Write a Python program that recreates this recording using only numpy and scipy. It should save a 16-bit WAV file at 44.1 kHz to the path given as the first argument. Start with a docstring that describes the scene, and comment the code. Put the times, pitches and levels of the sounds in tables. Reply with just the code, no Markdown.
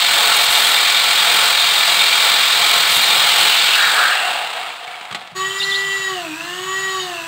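"""Small workshop, close up. An angle grinder sands a thin wooden frame: gear teeth knock, grit rasps,
air hisses and the wobbling disc makes it throb. It is lifted off and coasts down with rattling gears.
The frame clatters onto the bench. Then, abruptly, a small rotary tool whines at multiples of its shaft
rate, sagging and recovering in speed, and its bit sticks and slips in the wood in two squeals."""
import sys
import numpy as np
from scipy import signal
from scipy.fft import rfft, irfft
from scipy.io import wavfile
from scipy.ndimage import uniform_filter1d

SR = 44100
rng = np.random.default_rng(int(sys.argv[2]) if len(sys.argv) > 2 else 0)


def bounce(signal):
    """Save signal as a 16-bit WAV file at the path given by the first command-line argument."""
    frames = np.transpose(np.atleast_2d(signal))
    limited = np.clip(frames, -1, 1)
    pcm = np.round(limited * 32767).astype(np.int16)
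    wavfile.write(sys.argv[1], SR, pcm)


N = 320607
T = np.arange(N) / SR


def undb(db):
    return 10 ** (np.asarray(db) / 20)


def unit(x):
    """Scale to rms 1."""
    return x / np.sqrt(np.mean(x ** 2))


def turn(hz):
    """Running phase in radians."""
    return 2 * np.pi * np.cumsum(hz) / SR


def hump(centre_s, length_s):
    """Gaussian rise and fall."""
    return np.exp(-(2 * (T - centre_s) / length_s) ** 2)


def envelope(start_s, attack_s, hold_s, release_s):
    """Linear rise, hold, exponential release."""
    rise = np.clip((T - start_s) / attack_s, 0, 1)
    return rise * np.exp(-np.maximum(T - start_s - attack_s - hold_s, 0) / release_s)


def wander(hz):
    """Smooth noise of rms 1, up to about hz."""
    f = np.arange(N // 2 + 1) * SR / N
    return unit(irfft(rfft(rng.standard_normal(N)) / np.sqrt(1 + (f / hz) ** 6), N))


def narrow(phase, width_hz):
    """Noise band around a carrier phase."""
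    return unit(wander(width_hz / 2) * np.cos(phase) + wander(width_hz / 2) * np.sin(phase))


def impacts(per_s, scatter_db):
    """Random tiny blows of uneven size, at even mean power."""
    hit = rng.random(N) < per_s / SR
    sign = rng.choice([-1, 1], N)
    return unit(hit * sign * undb(scatter_db * rng.standard_normal(N)) / np.sqrt(per_s))


def lift_db(hz, resonances):
    """Summed gain of resonances at hz."""
    return sum(db / (1 + (2 * (hz - centre) / width) ** 2) for centre, width, db in resonances)


def colour(x, spectrum, resonances=(), size=8192):
    """Minimum-phase filter: broad spectrum plus resonances; keeps the power of white noise."""
    f = np.arange(size // 2 + 1) * SR / size + 1
    hz, db = np.transpose(spectrum)
    gain_db = np.interp(np.log(f), np.log(hz), db) + lift_db(f, resonances)
    cepstrum = irfft(np.log(undb(gain_db)))
    cepstrum[1:size // 2] *= 2
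    cepstrum[size // 2 + 1:] = 0
    response = irfft(np.exp(rfft(cepstrum)))
    return signal.fftconvolve(x, response / np.linalg.norm(response))[:N]


# room tone: f/Hz, level/dB
ROOM_SPECTRUM = [(20, -28), (60, -6), (110, -9), (250, -8), (500, -4), (2000, -12), (6000, -28),
                 (15000, -36)]


def still_air(level_db=-59.5):
    """Faint, dull noise of the workshop."""
    return colour(rng.standard_normal(N), ROOM_SPECTRUM) * undb(level_db)


def workshop(x, t60_s=0.55, wet_db=-14):
    """The cluttered walls add a short, dull tail."""
    t = T[:SR // 2]
    dull_noise = uniform_filter1d(rng.standard_normal(len(t)), size=4)
    tail = dull_noise * np.exp(-np.log(1000) * t / t60_s) * (t > .005)
    return x + undb(wet_db) * signal.fftconvolve(x, tail / np.linalg.norm(tail))[:N]


# frame knocks on the bench: t/s, level/dB
FRAME_KNOCKS = [(4.612, -25), (4.710, -33), (4.878, -30), (5.012, -27), (5.053, -29), (5.111, -23.5),
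                (5.125, -22.5), (5.147, -17), (5.151, -28), (5.158, -30), (5.194, -35), (5.223, -35),
                (5.274, -31)]
# wood clack: f/Hz, level/dB
KNOCK_SPECTRUM = [(60, -27), (160, -5), (400, -5.5), (900, 0), (1300, 3), (2500, 3.5), (3800, 4.5),
                  (5500, -12.5), (8000, -8.5), (11000, -28), (15000, -27)]
# frame rings as fingers shift it: t/s, f/Hz, level/dB
FRAME_TAPS = [(4.704, 2380, -22), (4.878, 2230, -21), (4.925, 2200, -38), (4.941, 2260, -24),
              (4.962, 2200, -42)]
# bench-top thuds: t/s, f/Hz, level/dB
BENCH_BUMPS = [(.07, 135, -43), (.48, 95.3, -43), (2.91, 132.5, -43), (2.965, 150, -35), (2.975, 270, -34),
               (3.085, 145, -45), (3.17, 145.3, -45), (3.39, 140, -43), (5.108, 171, -38),
               (5.146, 192, -51), (5.316, 124, -37.5), (5.59, 112, -56)]


def frame_on_bench(knock_decay_s=0.0057, tap_decay_s=0.0055, bump_decay_s=0.017):
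    """Light wood clacks and rings; the bench answers heavier touches with a low thud."""
    clacks, rings, thuds = np.zeros((3, N))
    for at_s, db in FRAME_KNOCKS:
        clacks += (T >= at_s) * undb(db) * np.exp(-np.abs(T - at_s) / knock_decay_s)
    for at_s, hz, db in FRAME_TAPS:
        age_s = np.maximum(T - at_s, 0)
        rings += undb(db) * np.exp(-age_s / tap_decay_s) * np.sin(2 * np.pi * hz * age_s)
    for at_s, hz, db in BENCH_BUMPS:
        age = np.maximum(T - at_s, 0) / bump_decay_s
        thuds += undb(db) * 2 * np.sqrt(age) * np.exp(-age) * narrow(2 * np.pi * hz * T, width_hz=103)
    return colour(clacks * rng.standard_normal(N), KNOCK_SPECTRUM) + rings + thuds


# two squeals of four chirps: t/s, length/s, start f/Hz, end f/Hz, width/Hz, level/dB
BIT_CHIRPS = [(5.583, 0.019, 5000, 4750, 700, -30), (5.599, 0.02, 3680, 3670, 70, -17.5),
              (5.615, 0.012, 2780, 2840, 148, -20), (5.624, 0.027, 3950, 4050, 420, -19),
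              (5.694, .028, 4400, 4150, 706, -28), (5.714, 0.024, 3560, 3480, 81, -20),
              (5.74, 0.0243, 3600, 3870, 435, -19), (5.749, 0.023, 3800, 4050, 342, -20)]


def bit_squeals():
    """The bit sticks and slips in short rough chirps."""
    out = np.zeros(N)
    for start_s, length_s, start_hz, end_hz, width_hz, db in BIT_CHIRPS:
        progress = np.clip((T - start_s) / length_s, 0, 1)
        # faster phase diffusion gives a wider, rougher tone
        slip = np.cumsum(rng.standard_normal(N)) * np.sqrt(np.pi * width_hz / SR)
        phase = turn(start_hz + (end_hz - start_hz) * progress) + uniform_filter1d(slip, size=30)
        out += np.sqrt(2 * np.abs(np.sin(np.pi * progress))) * undb(db) * np.sin(phase)
    return out


def partial(shaft_phase, order, db, flutter_db):
    """One multiple of the shaft rate, fluttering in level."""
    flutter = unit(undb(flutter_db * wander(21)))
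    return np.sqrt(2) * undb(db) * flutter * np.sin(order * shaft_phase + rng.uniform(0, 2 * np.pi))


# bit brushes the wood: t/s, length/s, gain/dB
BIT_BRUSHES = [(5.328, 0.034, -34.5), (5.56, 0.23, -33.5), (5.88, 0.22, -38), (6.705, 0.15, -39),
               (6.876, 0.16, -36)]
# bit on wood: f/Hz, level/dB
CHATTER_SPECTRUM = [(1000, -22), (3000, -1), (3700, 19.5), (4800, 8.5), (5600, 1), (6500, 2), (8300, -22),
                    (9500, -4), (10500, -4), (12000, -9), (15500, -26)]


def bit_chatter(shaft_phase, attack_s=0.058, release_s=0.054):
    """While in contact, the bit ticks against the wood once a turn."""
    ticks = sum(partial(shaft_phase, order, db=0, flutter_db=3.8) for order in range(9, 41))
    contact = sum(undb(db) * envelope(start_s, attack_s, length_s - attack_s, release_s)
                  for start_s, length_s, db in BIT_BRUSHES)
    return colour(unit(ticks), CHATTER_SPECTRUM) * contact


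# whine (18 = commutator whistle): shaft order, full-speed level/dB, flutter/dB, full-load gain/dB
SHAFT_PARTIALS = [(1, -35, -0.4, 2.5), (2, -43.5, 1.5, 8.5), (3, -37.5, 2.0, 0), (4, -48, 8, -4),
                  (5, -36.5, 1.2, -5), (6, -46.5, -2, -5), (7, -49.5, 1.5, 2), (9, -41, -1, -1),
                  (10, -43.5, -4, -2), (12, -49, 6, 3), (13, -52.5, -1, 8), (18, -41, 2.5, -3),
                  (21, -54, 7, -3), (24, -60, 4, -3)]
# partials that ring out briefly: shaft order, t/s, length/s, gain/dB
PARTIAL_RINGS = [(3, 5.42, 0.16, 3.5), (5, 5.69, 0.047, 10.5), (5, 5.79, 0.11, 5), (5, 5.95, 0.18, 8),
                 (5, 7.5, 0.1, 10), (7, 5.92, 0.06, 4)]
# resonances and dead spots of tool and bench: f/Hz, width/Hz, gain/dB
CASING_MODES = [(307, 14, 5), (336, 23, -12), (372, 15, 4.5), (624, 16, -11), (696, 60, 6.5),
                (776, 8.4, -11), (783, 8, 0.5), (1138, 36, 8.5), (1173, 6.1, -5), (1780, 110, 5),
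                (1915, 25, 13), (1955, 28, 6.5), (2717, 180, 14.5), (4460, 79, 10), (6870, 310, 8),
                (8070, 200, 10), (9400, 150, 11)]


def shaft_whine(shaft_hz, shaft_phase, full_load_hz_per_s=300, slowing_db=8.5):
    """Partials glide through fixed resonances and weaken as the shaft slows, the high ones most."""
    slowing_hz_per_s = uniform_filter1d(-np.gradient(shaft_hz) * SR, size=SR // 20)
    load = np.clip(slowing_hz_per_s / full_load_hz_per_s, 0, 1)
    halvings = np.log2(shaft_hz.max() / shaft_hz)
    out = np.zeros(N)
    for order, db, flutter_db, load_db in SHAFT_PARTIALS:
        drive_db = db + load_db * load - slowing_db * np.log2(order) * halvings
        ring_db = sum(gain_db * hump(at_s, length_s)
                      for k, at_s, length_s, gain_db in PARTIAL_RINGS if k == order)
        casing_db = lift_db(order * shaft_hz, CASING_MODES)
        out += partial(shaft_phase, order, drive_db + ring_db + casing_db, flutter_db)
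    return out


# shaft rate: t/s, f/Hz
SHAFT_RATE = [(5.36, 375.7), (5.498, 386.2), (5.636, 392.4), (5.96, 390.6), (6.088, 381.9), (6.152, 370.2),
              (6.296, 311.7), (6.338, 308.5), (6.36, 321.7), (6.486, 351.6), (6.55, 363.1), (6.7, 380.1),
              (6.8, 384.8), (6.956, 379.1), (7.034, 369.8), (7.216, 330.2), (7.27, 332.4)]
# cooling air: f/Hz, level/dB
FAN_SPECTRUM = [(30, -27), (90, -14.5), (150, -4.5), (250, -15.5), (550, -11), (800, -2.5), (1250, 3.5),
                (1900, 2.5), (2400, -6), (3800, 0), (5200, -9.5), (6500, -11), (7900, -3.5), (10000, -20),
                (15500, -15.5)]


def rotary_tool(bearing_db=-33.5, bearing_pulse=0.59, fan_db=-30.5):
    """One shaft drives whine, bearing whirr, fan and bit; the mains pulses the whirr and the air."""
    shaft_hz = np.interp(T, *np.transpose(SHAFT_RATE))
    speed = shaft_hz / shaft_hz.max()
    shaft_phase = turn(shaft_hz * (1 + 0.001 * wander(33)))
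    whine = shaft_whine(shaft_hz, shaft_phase)
    torque = np.cos(2 * np.pi * 100 * T)  # two pulses per mains cycle
    whirr = narrow(8 * shaft_phase + .8 * torque, width_hz=100)
    bearing = unit(whirr * (1 + bearing_pulse * torque)) * undb(bearing_db)
    airflow = undb(fan_db) * speed ** 1.5 * (1 + 0.2 * torque)
    air = colour(rng.standard_normal(N), FAN_SPECTRUM, resonances=[(161, 120, 5.6)]) * airflow
    return whine + bearing + air + bit_chatter(shaft_phase)


# disc edge bites harder: t/s, length/s, level/dB
RIM_BITES = [(0.37, 0.013, -22), (0.442, 0.046, -25), (0.526, 0.067, -26), (0.59, 0.11, -31),
             (0.683, 0.1, -26.5), (2.913, .04, -25), (2.963, 0.056, -23), (3.034, 0.044, -26),
             (3.17, .03, -29), (3.40, 0.061, -29)]
# rim on wood: f/Hz, level/dB
SCRATCH_SPECTRUM = [(300, -19), (2000, -24), (4000, -24), (6000, 2), (9000, 7), (11000, 0), (13000, 6),
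                    (15500, -6)]


def rim_scratches(disc_hz=185):
    """During each bite, the grinder's rim catches the wood once a turn."""
    bite = sum(undb(db) * hump(at_s, length_s) for at_s, length_s, db in RIM_BITES)
    catches = unit(undb(6 * np.cos(2 * np.pi * disc_hz * T)))
    return colour(impacts(per_s=12000, scatter_db=3.5) * catches, SCRATCH_SPECTRUM) * bite


# passing grinder tones: t/s, attack/s, hold/s, release/s, f/Hz, glide/(Hz/s), width/Hz, waver/dB, level/dB
HOARSE_TONES = [(0.268, 0.03, 0.04, 0.03, 1400, 0, 200, 2, -22),
                (2.85, 0.05, 0.1, 0.046, 4100, 4, 50, 10, -23),
                (3.262, 0.06, 0.25, 0.06, 2945, -150, 490, 2.5, -19.5),
                (3.65, 0.07, 0.02, 0.04, 2780, -62, 400, 3, -16.5),
                (3.71, 0.11, 0.073, 0.07, 1680, -600, 563, 1.5, -16),
                (3.918, 0.052, 0.06, 0.13, 1420, 701, 560, 1.3, -14.5),
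                (4.086, 0.028, 0.068, 0.31, 2787, -59, 260, 0.5, -26.5),
                (4.72, 0.06, 0.09, 0.04, 9200, -5500, 90, 6, -58)]


def grinder_swells(low_cut_hz=400):
    """Hoarse tones come and go: wood rings, vents whistle, the free disc rushes, slowing gears sing."""
    out = np.zeros(N)
    for start_s, attack_s, hold_s, release_s, hz, hz_per_s, width_hz, waver_db, db in HOARSE_TONES:
        glide_hz = np.clip(hz + hz_per_s * np.maximum(T - start_s, 0), hz / 2, 2 * hz)
        tone = unit(narrow(turn(glide_hz), width_hz) * undb(waver_db * wander(16)))
        out += undb(db) * tone * envelope(start_s, attack_s, hold_s, release_s)
    return signal.sosfilt(signal.butter(2, low_cut_hz, "high", fs=SR, output="sos"), out)


# gear rattle, grit rasp, air hiss: f/Hz, level/dB
GEAR_SPECTRUM = [(30, -69), (90, -27.5), (280, -20.5), (580, -9.5), (720, -2.5), (1100, 0), (1900, -5.5),
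                 (3200, -8.5), (4500, -21.5), (8000, -23), (16000, -37)]
RASP_SPECTRUM = [(300, -44.5), (1000, -10), (2000, -4.5), (2900, -4.5), (3650, -1), (4150, -3),
                 (4900, -9.5), (5700, -17.5), (7000, -15), (10000, -28), (16000, -51.5)]
HISS_SPECTRUM = [(2500, -33.5), (5500, -14), (6900, -5.5), (7900, 2.5), (8700, 0.5), (9600, -6.5),
                 (10700, -12), (12000, -11.5), (13000, -8.5), (13600, -9), (15600, -4.5)]
# resonances of gear housing, disc on wood, grinder held clear: f/Hz, width/Hz, gain/dB
HOUSING_MODES = [(170, 86, 10), (351, 17, 8), (432, 91, 5), (541, 115, 5), (697, 62, 6.5), (766, 40, -4),
                 (860, 94, 6), (1048, 55, -6.5), (1120, 98, 3), (1250, 40, -0.5), (1383, 180, 6.5),
                 (1490, 54, 6), (1840, 170, 8), (1924, 40, -15)]
DISC_MODES = [(2320, 210, 3), (2445, 87, -5), (2720, 180, -2.5), (2802, 55, 8), (3280, 56, 4.5),
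              (3830, 23, 9), (4310, 47, 4.5), (4130, 91, 2), (4660, 210, 2.5)]
LIFTED_MODES = [(258, 35, -0.5), (482, 46, 4), (720, 180, 9), (1050, 110, -4), (1310, 120, 3.5),
                (1550, 90, 1), (2230, 330, 1.5), (3250, 340, 2), (4070, 160, -0.5), (5900, 2400, -6),
                (8040, 1400, 5), (13300, 5000, -2)]
# wood modes flaring under the disc: f/Hz, width/Hz, level/dB re rasp
WOOD_MODES = [(2350, 260, -11.5), (3198, 200, -15), (3640, 190, -9.5), (4090, 250, -16.5)]
# hand eases or presses: t/s, length/s, gain/dB
HAND_PRESSURE = [(0.02, 0.29, -2.5), (1.07, 0.2, 0.1), (1.84, 0.047, -4), (2.18, 0.13, -0.7),
                 (2.62, 0.26, -3), (3.09, 0.16, 1.5), (3.55, 0.57, -1.5)]


def grinder(lift_s=3.66, lift_length_s=0.53, off_s=4.085, coast_s=0.8, throb_hz=43.1, teeth_per_s=3400):
    """Gears knock, grit rasps, air hisses, the wobbling disc throbs; lifted, it then coasts down."""
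    speed = np.exp(-np.maximum(T - off_s, 0) / coast_s)
    halvings = np.log2(1 / speed)
    lifted = np.clip((T - lift_s) / lift_length_s, 0, 1)
    unsteady_db = 1.5 * wander(2.6)
    press_db = unsteady_db + sum(db * hump(at_s, length_s) for at_s, length_s, db in HAND_PRESSURE)
    # loose gears keep rattling at first and give way later
    gear_db = -21.5 + press_db - 1.5 * lifted - 6 * halvings ** 1.49
    rasp_db = -15.5 + 0.084 * press_db - 5 * lifted - 12 * halvings
    hiss_db = -21 + 0.52 * press_db - 6 * lifted - 13 * halvings

    def body(x, spectrum, modes_on_wood=()):
        """The resonances change as the machine leaves the wood."""
        on_wood = colour(x, spectrum, modes_on_wood)
        held_clear = colour(x, spectrum, LIFTED_MODES)
        return on_wood * (1 - lifted ** 2) + held_clear * lifted ** 2

    teeth = impacts(teeth_per_s * speed, scatter_db=2.0)
    wobble = np.cos(turn(throb_hz * np.sqrt(speed) * (1 + .003 * wander(3))))
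    # the disc grabs and lets go, shaking rasp and hiss together
    grab = unit(undb(1.8 * wobble + 0.43 * wander(130) + 0.16 * wander(760)))
    grains = np.sqrt(speed) * impacts(per_s=9000, scatter_db=3.5)
    grit = unit(0.6 * teeth + 0.64 * grains + 0.28 * rng.standard_normal(N))
    rattle = unit(teeth + 0.57 * rng.standard_normal(N))
    gears = body(rattle, GEAR_SPECTRUM, HOUSING_MODES) * undb(gear_db + 0.74 * wobble)
    wood = sum(undb(db) * unit(narrow(2 * np.pi * hz * T, width_hz) * undb(3.7 * wander(13)))
               for hz, width_hz, db in WOOD_MODES)
    rasp = (body(grit * grab, RASP_SPECTRUM, DISC_MODES) + wood * grab * (1 - lifted)) * undb(rasp_db)
    air = unit(grit + .5 * rng.standard_normal(N))
    hiss = body(air * grab, HISS_SPECTRUM) * undb(hiss_db)
    return gears + rasp + hiss + rim_scratches() + grinder_swells()


def scene(handover_s=5.357, crossfade_s=0.018):
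    """The rotary tool abruptly takes over from the grinder; mono."""
    handover = np.clip((T - handover_s) / crossfade_s + .5, 0, 1)
    tools = grinder() * (1 - handover) + rotary_tool() * handover
    direct = tools + bit_squeals() + frame_on_bench()
    return (workshop(direct) + still_air())[None]


def record(dry, low_cut_hz=48, ceiling=1.3, high_cut_hz=15700):
    """Low cut, soft clip, steep high cut."""
    thinned = signal.sosfilt(signal.butter(2, low_cut_hz, "high", fs=SR, output="sos"), dry)
    rounded = ceiling * np.tanh(thinned / ceiling)
    return signal.sosfilt(signal.ellip(12, .1, 80, high_cut_hz, fs=SR, output="sos"), rounded)


dry = scene()
out = record(dry)
bounce(out)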